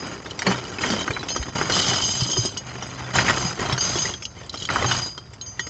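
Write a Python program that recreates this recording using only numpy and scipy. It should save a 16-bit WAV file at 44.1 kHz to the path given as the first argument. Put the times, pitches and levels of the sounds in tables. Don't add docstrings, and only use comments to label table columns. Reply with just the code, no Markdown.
import sys
import numpy as np
from scipy import signal
from scipy.fft import rfft, irfft
from scipy.io import wavfile
from scipy.ndimage import uniform_filter1d

SR = 44100
rng = np.random.default_rng(int(sys.argv[2]) if len(sys.argv) > 2 else 0)


def to_wav(sig):
    pcm = np.clip(np.atleast_2d(sig), -1, 1) * 32767
    pcm = np.round(pcm).astype(np.int16)
    wavfile.write(sys.argv[1], SR, pcm.T)


N = 250929
TIME = np.arange(N) / SR

# (start [s], length [s], bucket rattle [dB], brass jingle [dB],
# lowest brass mode [dB], heap clicking [dB])
SLIDES = [(-0.02, 0.16, -37, -44.5, -53.5, -49), (0.449, 0.078, -26.5, -40.5, -38, -37.5),
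          (0.802, 0.21, -31, -35.5, -35, -35.5), (1.545, 0.19, -30, -33, -42, -38.5),
          (1.711, 0.13, -28.5, -27, -29.5, -27.5), (1.855, 0.13, -29, -26.5, -30, -31),
          (2.0, 0.46, -37, -25, -33.5, -35.5), (2.64, 0.28, -40, -46, -51.5, -52),
          (2.955, 0.33, -37.5, -46, -63, -50.5), (3.133, 0.077, -23.5, -29, -36, -31.5),
          (3.24, 0.095, -27, -32, -45, -35.5), (3.357, 0.11, -32.5, -31, -46.5, -38.5),
          (3.58, 0.15, -28.5, -39.5, -49, -39.5), (3.8, 0.28, -32, -28, -64, -35),
          (4.352, 0.08, -45, -66, -55, -51), (4.521, 0.14, -47, -41.5, -57, -44),
          (4.691, 0.19, -28.5, -36.5, -37, -39), (4.876, 0.11, -30, -28.5, -48.5, -34.5)]
# (time [s], top mode [dB], second mode [dB], second mode [Hz],
# third mode [dB], t60 [s])
RINGS = [(0.0, -40, -34, 4970, -48, 0.44), (0.69, -38.5, -69, 4900, -48, 0.3),
         (1.286, -26.5, -44, 4850, -26, 0.31), (1.315, -29.5, -29, 4990, -32, 0.57),
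         (1.75, -27, -17, 4950, -34, 0.13), (2.039, -18, -28.5, 5000, -36, 0.31),
         (2.315, -17, -27.5, 5160, -42, 0.13), (2.369, -21, -18, 4950, -18.5, 0.25),
         (2.455, -20, -20, 4990, -37, 0.13), (2.572, -22, -27, 4900, -42, 0.11),
         (2.824, -39.5, -51, 4900, -45, 0.8), (3.448, -26, -22, 4950, -35, 0.2),
         (3.778, -26, -32.5, 4800, -26, 1), (3.808, -15, -16, 4810, -15, 0.12),
         (3.985, -19.5, -29, 4800, -21, 0.3), (4.02, -20, -24, 5020, -30, 0.16),
         (4.226, -34.5, -40, 5070, -32.5, 0.26), (4.861, -20.5, -29, 4730, -26, 0.25),
         (5.018, -35, -22.5, 4890, -41, 0.46), (5.413, -27, -50, 4950, -54, 0.19),
         (5.461, -37, -35.5, 4870, -29, 0.33), (5.604, -33, -38, 4880, -45, 0.86)]
# (time [s], level [dB], pitch [Hz], t60 [s])
CLINKS = [(0.309, -23.5, 3010, 0.037), (0.391, -23, 4550, 0.033), (0.651, -28, 2940, 0.044),
          (1.002, -28, 3090, 0.15), (1.135, -27.5, 3970, 0.15), (1.194, -28.5, 3990, 0.1),
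          (1.721, -16.5, 4210, 0.079), (2.022, -17.5, 3090, 0.14), (2.331, -20, 3194, 0.11),
          (3.296, -13, 1910, 0.068), (4.054, -17, 1950, 0.043), (4.138, -21, 3260, 0.046),
          (4.253, -17, 2950, 0.022), (4.495, -20.5, 4020, 0.034), (4.574, -25.5, 4160, 0.04),
          (4.6, -28, 3080, 0.043), (4.623, -22, 3270, 0.028), (4.652, -19.5, 3290, 0.025),
          (5.178, -29, 3170, 0.072), (5.412, -26, 4030, 0.04), (5.594, -17, 1910, 0.058)]
# (pitch [Hz], level [dB], t60 [s])
TOTE_MODES = [(54, -41.5, 0.098), (67, -6, 0.29), (84.4, -17.5, 0.15), (97, -2.5, 0.16), (125, 1.5, 0.87),
              (148.8, -7, 0.24), (182.2, -1, 0.11), (204.6, -16, 0.75), (240, -3.5, 0.041),
              (269.4, -7, 0.092), (308.7, -3.5, 0.078), (355, -6.5, 0.15), (392.6, -1, 0.076),
              (447, -8, 0.11), (511, -6, 0.053), (510, -4.5, 0.021), (612, -0.5, 0.014)]
# (frequency [Hz], spectral density [dB])
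BUCKET_COLOUR = [(520, -0.5), (780, 5.5), (1000, 6.5), (1150, 2.5), (1350, 7.5), (1700, -0.5), (2000, 3.5),
                 (2400, -2), (3000, -4.5)]
HEAP_COLOUR = [(2400, -30), (3000, 13.5), (3500, 6.5), (4100, 5), (4900, 8.5), (5500, 5), (6400, 5.5),
               (7200, 2), (7800, -11), (8400, -21.5)]


def tumbling(tote_db, bucket_db, heap_db):
    # (time [s], centre [Hz])
    rumble_centre = [(0.0, 286), (1.2, 253), (2.1, 125), (2.8, 150), (3.7, 109), (5.0, 121), (5.6, 74)]
    times, sizes = contacts(bucket_db, base_per_s=520, extra_per_s=380, spread_db=3)
    centre_hz = np.interp(times, *np.transpose(rumble_centre))
    tote = body(times, sizes, TOTE_MODES, uneven_db=5.5, aim_hz=centre_hz, db_per_octave=6)
    bucket = body(times, sizes, crowded_modes(BUCKET_COLOUR, t60=0.047, count=36), uneven_db=7)
    heap = body(times, sizes, crowded_modes(HEAP_COLOUR, t60=0.016, count=48), uneven_db=-0.5)
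    return (from_db(tote_db - 1) * steady(tote, span_s=0.13)
            + from_db(bucket_db + 0.5) * steady(bucket, span_s=0.075)
            + from_db(heap_db + 2) * steady(heap, span_s=0.084))


def jingling(upper_db, lowest_db, width_hz=420, count=9):
    # (pitch [Hz], level [dB], t60 [s], pitch spread between casings [share])
    tube_modes = [(3090, 0, 0.12, 0.037), (3950, -10.5, 0.28, 0.13), (4950, 0.5, 0.18, 0.018),
                  (5970, -8.5, 0.13, 0.026), (6180, -9, 0.37, 0.019), (6553, 0, 0.13, .006),
                  (7500, -11.5, 0.27, 0.18)]
    out = np.zeros(N)
    for level_db, modes in (upper_db - 0.5, tube_modes[1:]), (lowest_db + 0.5, tube_modes[:1]):
        times, sizes = contacts(level_db, base_per_s=130, extra_per_s=360, spread_db=3.5)
        struck = rng.integers(0, count, len(times))
        jingle = np.zeros(N)
        for hz, db, t60, spread in modes:
            chorus = np.zeros(N)
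            offsets = rng.permutation(np.linspace(-1, 1, count)) + rng.normal(0, 0.18, count)
            for casing, offset in enumerate(offsets):
                hits = struck == casing
                force = clicks(times[hits], sizes[hits] * rng.standard_normal(hits.sum()))
                pressed = 1 + abs(offset)
                chorus += ring(force, hz * (1 + spread * offset * pressed / 2), t60 / pressed)
            band_hz = [hz - width_hz / 2, hz + width_hz / 2]
            narrow = signal.butter(1, band_hz, "band", fs=SR, output="sos")
            jingle += from_db(db) * signal.sosfilt(narrow, chorus)
        out += from_db(level_db) * steady(jingle, span_s=0.05)
    return out


def landings(bucket_db, bounce_s=0.0051, bounce_db=-5):
    # (time [s], clack [dB], clack pitch [Hz], tote [dB], heap click [dB])
    hard_knocks = [(0.26, -24.5, 1560, -35, -35), (0.391, -19.5, 2120, -57, -24),
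                   (0.42, -14.5, 1950, -40.5, -27), (0.467, -8.5, 2270, -23, -20),
                   (0.482, -20, 750, -17, -38), (0.513, -13, 1470, -25, -31), (0.585, -28, 1310, -47, -36),
                   (0.785, -17.5, 2650, -29.5, -30), (0.836, -11, 2160, -31, -37),
                   (0.845, -17, 1380, -27, -41), (0.902, -16.5, 2180, -17, -21),
                   (0.936, -15, 1480, -23, -33), (1.078, -12, 1510, -26, -37), (1.105, -14, 2420, -22, -32),
                   (1.165, -14, 1470, -49, -39), (1.23, -20, 1580, -28.5, -33),
                   (1.285, -24.5, 1920, -42, -23.5), (1.304, -23, 790, -30, -23),
                   (1.362, -15.5, 1190, -22, -21.5), (1.427, -19.5, 2100, -57, -29.5),
                   (1.484, -25.5, 720, -26, -43), (1.556, -15.5, 791, -28.5, -27.5),
                   (1.613, -11, 1560, -20.5, -30), (1.697, -13.5, 1420, -19, -21.5),
                   (1.933, -13.5, 1490, -28, -21), (2.208, -21.5, 990, -34, -18.5),
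                   (2.289, -30, 950, -24, -38), (2.367, -19.5, 950, -23.5, -45),
                   (2.451, -31, 1170, -22, -24.5), (2.571, -36, 1200, -46, -23.5),
                   (2.824, -21, 826, -36, -28), (3.155, -7, 1076, -28, -18.5), (3.185, -6, 1640, -25, -23),
                   (3.282, -6.5, 1980, -23, -27), (3.297, -7.5, 1470, -17.5, -26),
                   (3.307, -9, 1530, -39.5, -31), (3.372, -13, 1260, -25.5, -30),
                   (3.591, -20.5, 1900, -31.5, -33), (3.697, -17, 1020, -28.5, -25),
                   (3.725, -17, 1660, -34, -18.5), (3.778, -16, 1360, -35, -23),
                   (3.955, -17, 1310, -19.5, -22.5), (4.092, -20.5, 920, -27, -38),
                   (4.223, -27, 2800, -48, -31), (4.541, -22.5, 1223, -29.5, -30),
                   (4.622, -34, 1470, -35, -27), (4.652, -33, 2190, -46, -27.5),
                   (4.689, -12.5, 1920, -41, -33), (4.701, -12, 1296, -27.5, -27.5),
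                   (4.759, -8, 1270, -25.5, -29), (4.816, -19, 985, -28, -39),
                   (4.844, -9, 1010, -19.5, -27), (4.913, -11, 1490, -36, -16),
                   (5.061, -26.5, 813, -33, -30.5), (5.177, -26.5, 1390, -36, -37.5),
                   (5.334, -35, 2200, -50, -40.5), (5.594, -21.5, 1870, -34, -26.5),
                   (5.668, -26.5, 2010, -34.5, -33)]
    s, clack_db, clack_hz, tote_db, heap_db = np.vstack([stray_knocks(bucket_db), hard_knocks]).T
    times = np.column_stack([s, s + bounce_s * rng.uniform(0.6, 1.4, len(s))]).ravel()
    pair_db = np.array([0, bounce_db])
    wall_modes = crowded_modes(BUCKET_COLOUR, t60=0.042, count=36)
    tote = body(times, from_db(tote_db[:, None] + pair_db + 22).ravel(), TOTE_MODES,
                uneven_db=0, aim_hz=360, db_per_octave=9.5)
    bucket = body(times, from_db(clack_db[:, None] + pair_db + 14.5).ravel(), wall_modes,
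                  uneven_db=3, aim_hz=np.repeat(clack_hz, 2), db_per_octave=9)
    heap_modes = crowded_modes(HEAP_COLOUR, t60=0.075, count=44)
    heap = body(times, from_db(heap_db[:, None] + pair_db + 21.5).ravel(), heap_modes, uneven_db=11)
    hollow_note = tones(s, clack_db - 0.5, clack_hz, np.full(len(s), 0.022), rise_s=0.0025)
    return tote + bucket + heap + hollow_note


def stray_knocks(bucket_db, count=36, low_hz=750, high_hz=2200, above_db=7, scatter_db=10):
    when, pitch, strength = rng.random((count, 3)).T
    s = (np.arange(count) + when) / count * N / SR
    clack_db = np.interp(s, TIME, bucket_db) + above_db + scatter_db * (2 * strength - 1)
    clack_hz = low_hz * (high_hz / low_hz) ** pitch
    tote_db, heap_db = clack_db - 9, clack_db - 15
    return np.column_stack([s, clack_db, clack_hz, tote_db, heap_db])


def free_casings(first_hz=3080, third_hz=6170, top_hz=6510, pitch_spread=0.007):
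    s, top_db, second_db, second_hz, third_db, t60 = np.transpose(RINGS)
    tuning = 1 + pitch_spread * rng.standard_normal((len(s), 3)).T
    first = tones(s, top_db - 6, first_hz * tuning[0], t60 * 0.38, rise_s=0.002)
    second = tones(s, second_db - 0.5, second_hz, t60, rise_s=0.0012)
    third = tones(s, third_db, third_hz * tuning[1], t60, rise_s=0.0089)
    top = tones(s, top_db - 0.5, top_hz * tuning[2], t60, rise_s=0.0025)
    return first + second + third + top


def clinking():
    return tones(*np.transpose(CLINKS), rise_s=0.0005)


def heap_clicks():
    s, db = np.transpose([row[:2] for row in [*RINGS, *CLINKS]])
    return body(s, from_db(db + 13), crowded_modes(HEAP_COLOUR, t60=0.046, count=40), uneven_db=2)


def chinking(heap_db):
    times, sizes = contacts(heap_db, base_per_s=40, extra_per_s=90, spread_db=3)
    chinks = body(times, sizes, crowded_modes(HEAP_COLOUR, t60=0.085, count=56), uneven_db=18)
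    return from_db(heap_db + 1) * steady(chinks, span_s=0.07)


def tote_booms():
    # (time [s], level [dB], pitch [Hz], t60 [s])
    blows = [(0.471, -9, 189, 0.17), (0.904, -18, 189, 0.15), (0.923, -15.5, 215, 0.2),
             (1.098, -14.5, 107, 0.072), (1.395, -11.5, 67, 0.084), (2.219, -6, 124, 0.064),
             (2.377, -9, 355, 0.046), (2.384, -10.5, 113, 0.13), (3.171, -12, 115, 0.15),
             (3.297, -21, 120, 0.18), (3.448, -10, 162, 0.067), (3.724, -16, 130, 0.23),
             (4.845, -16, 125, 0.29)]
    s, db, hz, t60 = np.transpose(blows)
    return tones(s, db - 2.5, hz, t60, rise_s=0.0028)


def open_air(rms_db=-47):
    # (frequency [Hz], spectral density [dB])
    air_colour = [(18, -36), (30, -2), (104, 18), (219, -14.5), (532, -4.5), (1390, -6.5), (1670, -39),
                  (4060, -31), (4780, -4), (6330, -30), (8000, -27.5), (10400, -50.5), (17600, -120)]
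    hz = np.maximum(np.fft.rfftfreq(N, 1 / SR), 1)
    noise = irfft(rfft(rng.standard_normal(N)) * from_db(at_hz(air_colour, hz)), N)
    return from_db(rms_db) * noise / np.std(noise)


def sliding(levels_db, creep_db, release_db_per_s=136, sag_db_per_s=13, attack_s=0.011):
    power = from_db(creep_db) ** 2
    for (start, length, *_), db in zip(SLIDES, levels_db):
        age = np.maximum(TIME - start, 0)
        fall_db = sag_db_per_s * age + release_db_per_s * np.clip(age - length, 0, 1)
        power += (from_db(db - fall_db) * (1 - np.exp(-age / attack_s))) ** 2
    return 10 * np.log10(power)


def contacts(flow_db, base_per_s, extra_per_s, spread_db, count=7000):
    position, chance, size = rng.random((count, 3)).T
    times = position * N / SR
    flow = from_db(np.interp(times, TIME, flow_db) - np.max(flow_db))
    happens = chance < (base_per_s + extra_per_s * flow) * N / SR / count
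    return times, happens * from_db(spread_db * np.minimum(-np.log(size + 1e-9), 3))


def body(times, sizes, modes, uneven_db, aim_hz=1000, db_per_octave=0):
    pitches, levels, t60s = np.transpose(modes)
    swing, favour = rng.standard_normal((len(times), 2, len(modes))).transpose(1, 0, 2)
    octaves = abs(np.log2(pitches / np.reshape(aim_hz, (-1, 1))))
    shares = swing * from_db(levels + uneven_db * favour - db_per_octave * octaves)
    shares /= np.linalg.norm(shares, axis=1, keepdims=True)
    heights = shares * np.sqrt(4 * np.log(1000) / (t60s * SR))
    return sum(ring(clicks(times, sizes * height), hz, t60)
               for height, hz, t60 in zip(heights.T, pitches, t60s))


def crowded_modes(colour, t60, count):
    edges = np.geomspace(colour[0][0], colour[-1][0], count + 1)
    pitches = edges[:-1] + np.diff(edges) * rng.random(count)
    levels = at_hz(colour, pitches) + 10 * np.log10(np.diff(edges))
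    return np.column_stack([pitches, levels, t60 * np.sqrt(edges[count // 2] / pitches)])


def tones(times, levels_db, pitches_hz, t60s, rise_s):
    out = np.zeros(N)
    for s, db, hz, t60 in zip(times, levels_db, pitches_hz, t60s):
        start = max(int(s * SR), 0)
        age = TIME[:min(N - start, int(1.5 * t60 * SR))]
        envelope = from_db(db - 60 * age / t60) * (1 - np.exp(-age / rise_s))
        out[start:start + len(age)] += envelope * np.sin(2 * np.pi * hz * age)
    return out


def ring(force, hz, t60):
    decay, angle = from_db(-60 / (t60 * SR)), 2 * np.pi * hz / SR
    return signal.lfilter([0, np.sin(angle)], [1, -2 * decay * np.cos(angle), decay ** 2], force + 1e-18)


def clicks(times, sizes):
    return np.bincount(np.clip(np.round(times * SR).astype(int), 0, N - 1), sizes, N)


def steady(x, span_s):
    size = max(int(span_s * SR), 8)
    power = uniform_filter1d(uniform_filter1d(x * x, size), size)
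    return x / np.sqrt(np.maximum(power, 0) + 1e-4 * np.mean(x * x))


def at_hz(points, hz):
    known_hz, level = np.transpose(points)
    return np.interp(np.log(hz), np.log(known_hz), level)


def from_db(db):
    return 10 ** (np.asarray(db) / 20)


def scene():
    # (time [s], rattle [dB])
    creep = [(0.0, -47), (0.7, -39.5), (1.1, -40.5), (1.45, -42), (2.6, -46.5), (3.5, -37.5), (4.25, -53.5),
             (5.0, -55), (5.28, -55.5), (5.69, -50.5)]
    creep_db = np.interp(TIME, *np.transpose(creep))
    _, _, rattles, jingles, lowest, clickings = np.transpose(SLIDES)
    bucket_db = sliding(rattles, creep_db, release_db_per_s=158.5)
    jingle_db = sliding(jingles, creep_db - 8)
    lowest_db = sliding(lowest, creep_db - 18)
    heap_db = sliding(clickings, creep_db - 8.5)
    flow_db = 20 * np.log10(np.hypot(from_db(bucket_db), from_db(jingle_db - 12)))
    tote_db = -32 + 0.68 * (flow_db + 33.5)
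    stream = tumbling(tote_db, bucket_db, heap_db) + chinking(heap_db) + jingling(jingle_db, lowest_db)
    blows = landings(bucket_db) + free_casings() + heap_clicks() + clinking() + tote_booms()
    return (stream + blows + open_air())[None]


def record(dry, low_cut_hz=39, high_cut_hz=8100):
    thin = signal.sosfilt(signal.butter(4, low_cut_hz, "high", fs=SR, output="sos"), dry)
    return signal.sosfilt(signal.ellip(12, 0.2, 85, high_cut_hz, fs=SR, output="sos"), thin)


dry = scene()
out = record(dry)
to_wav(out)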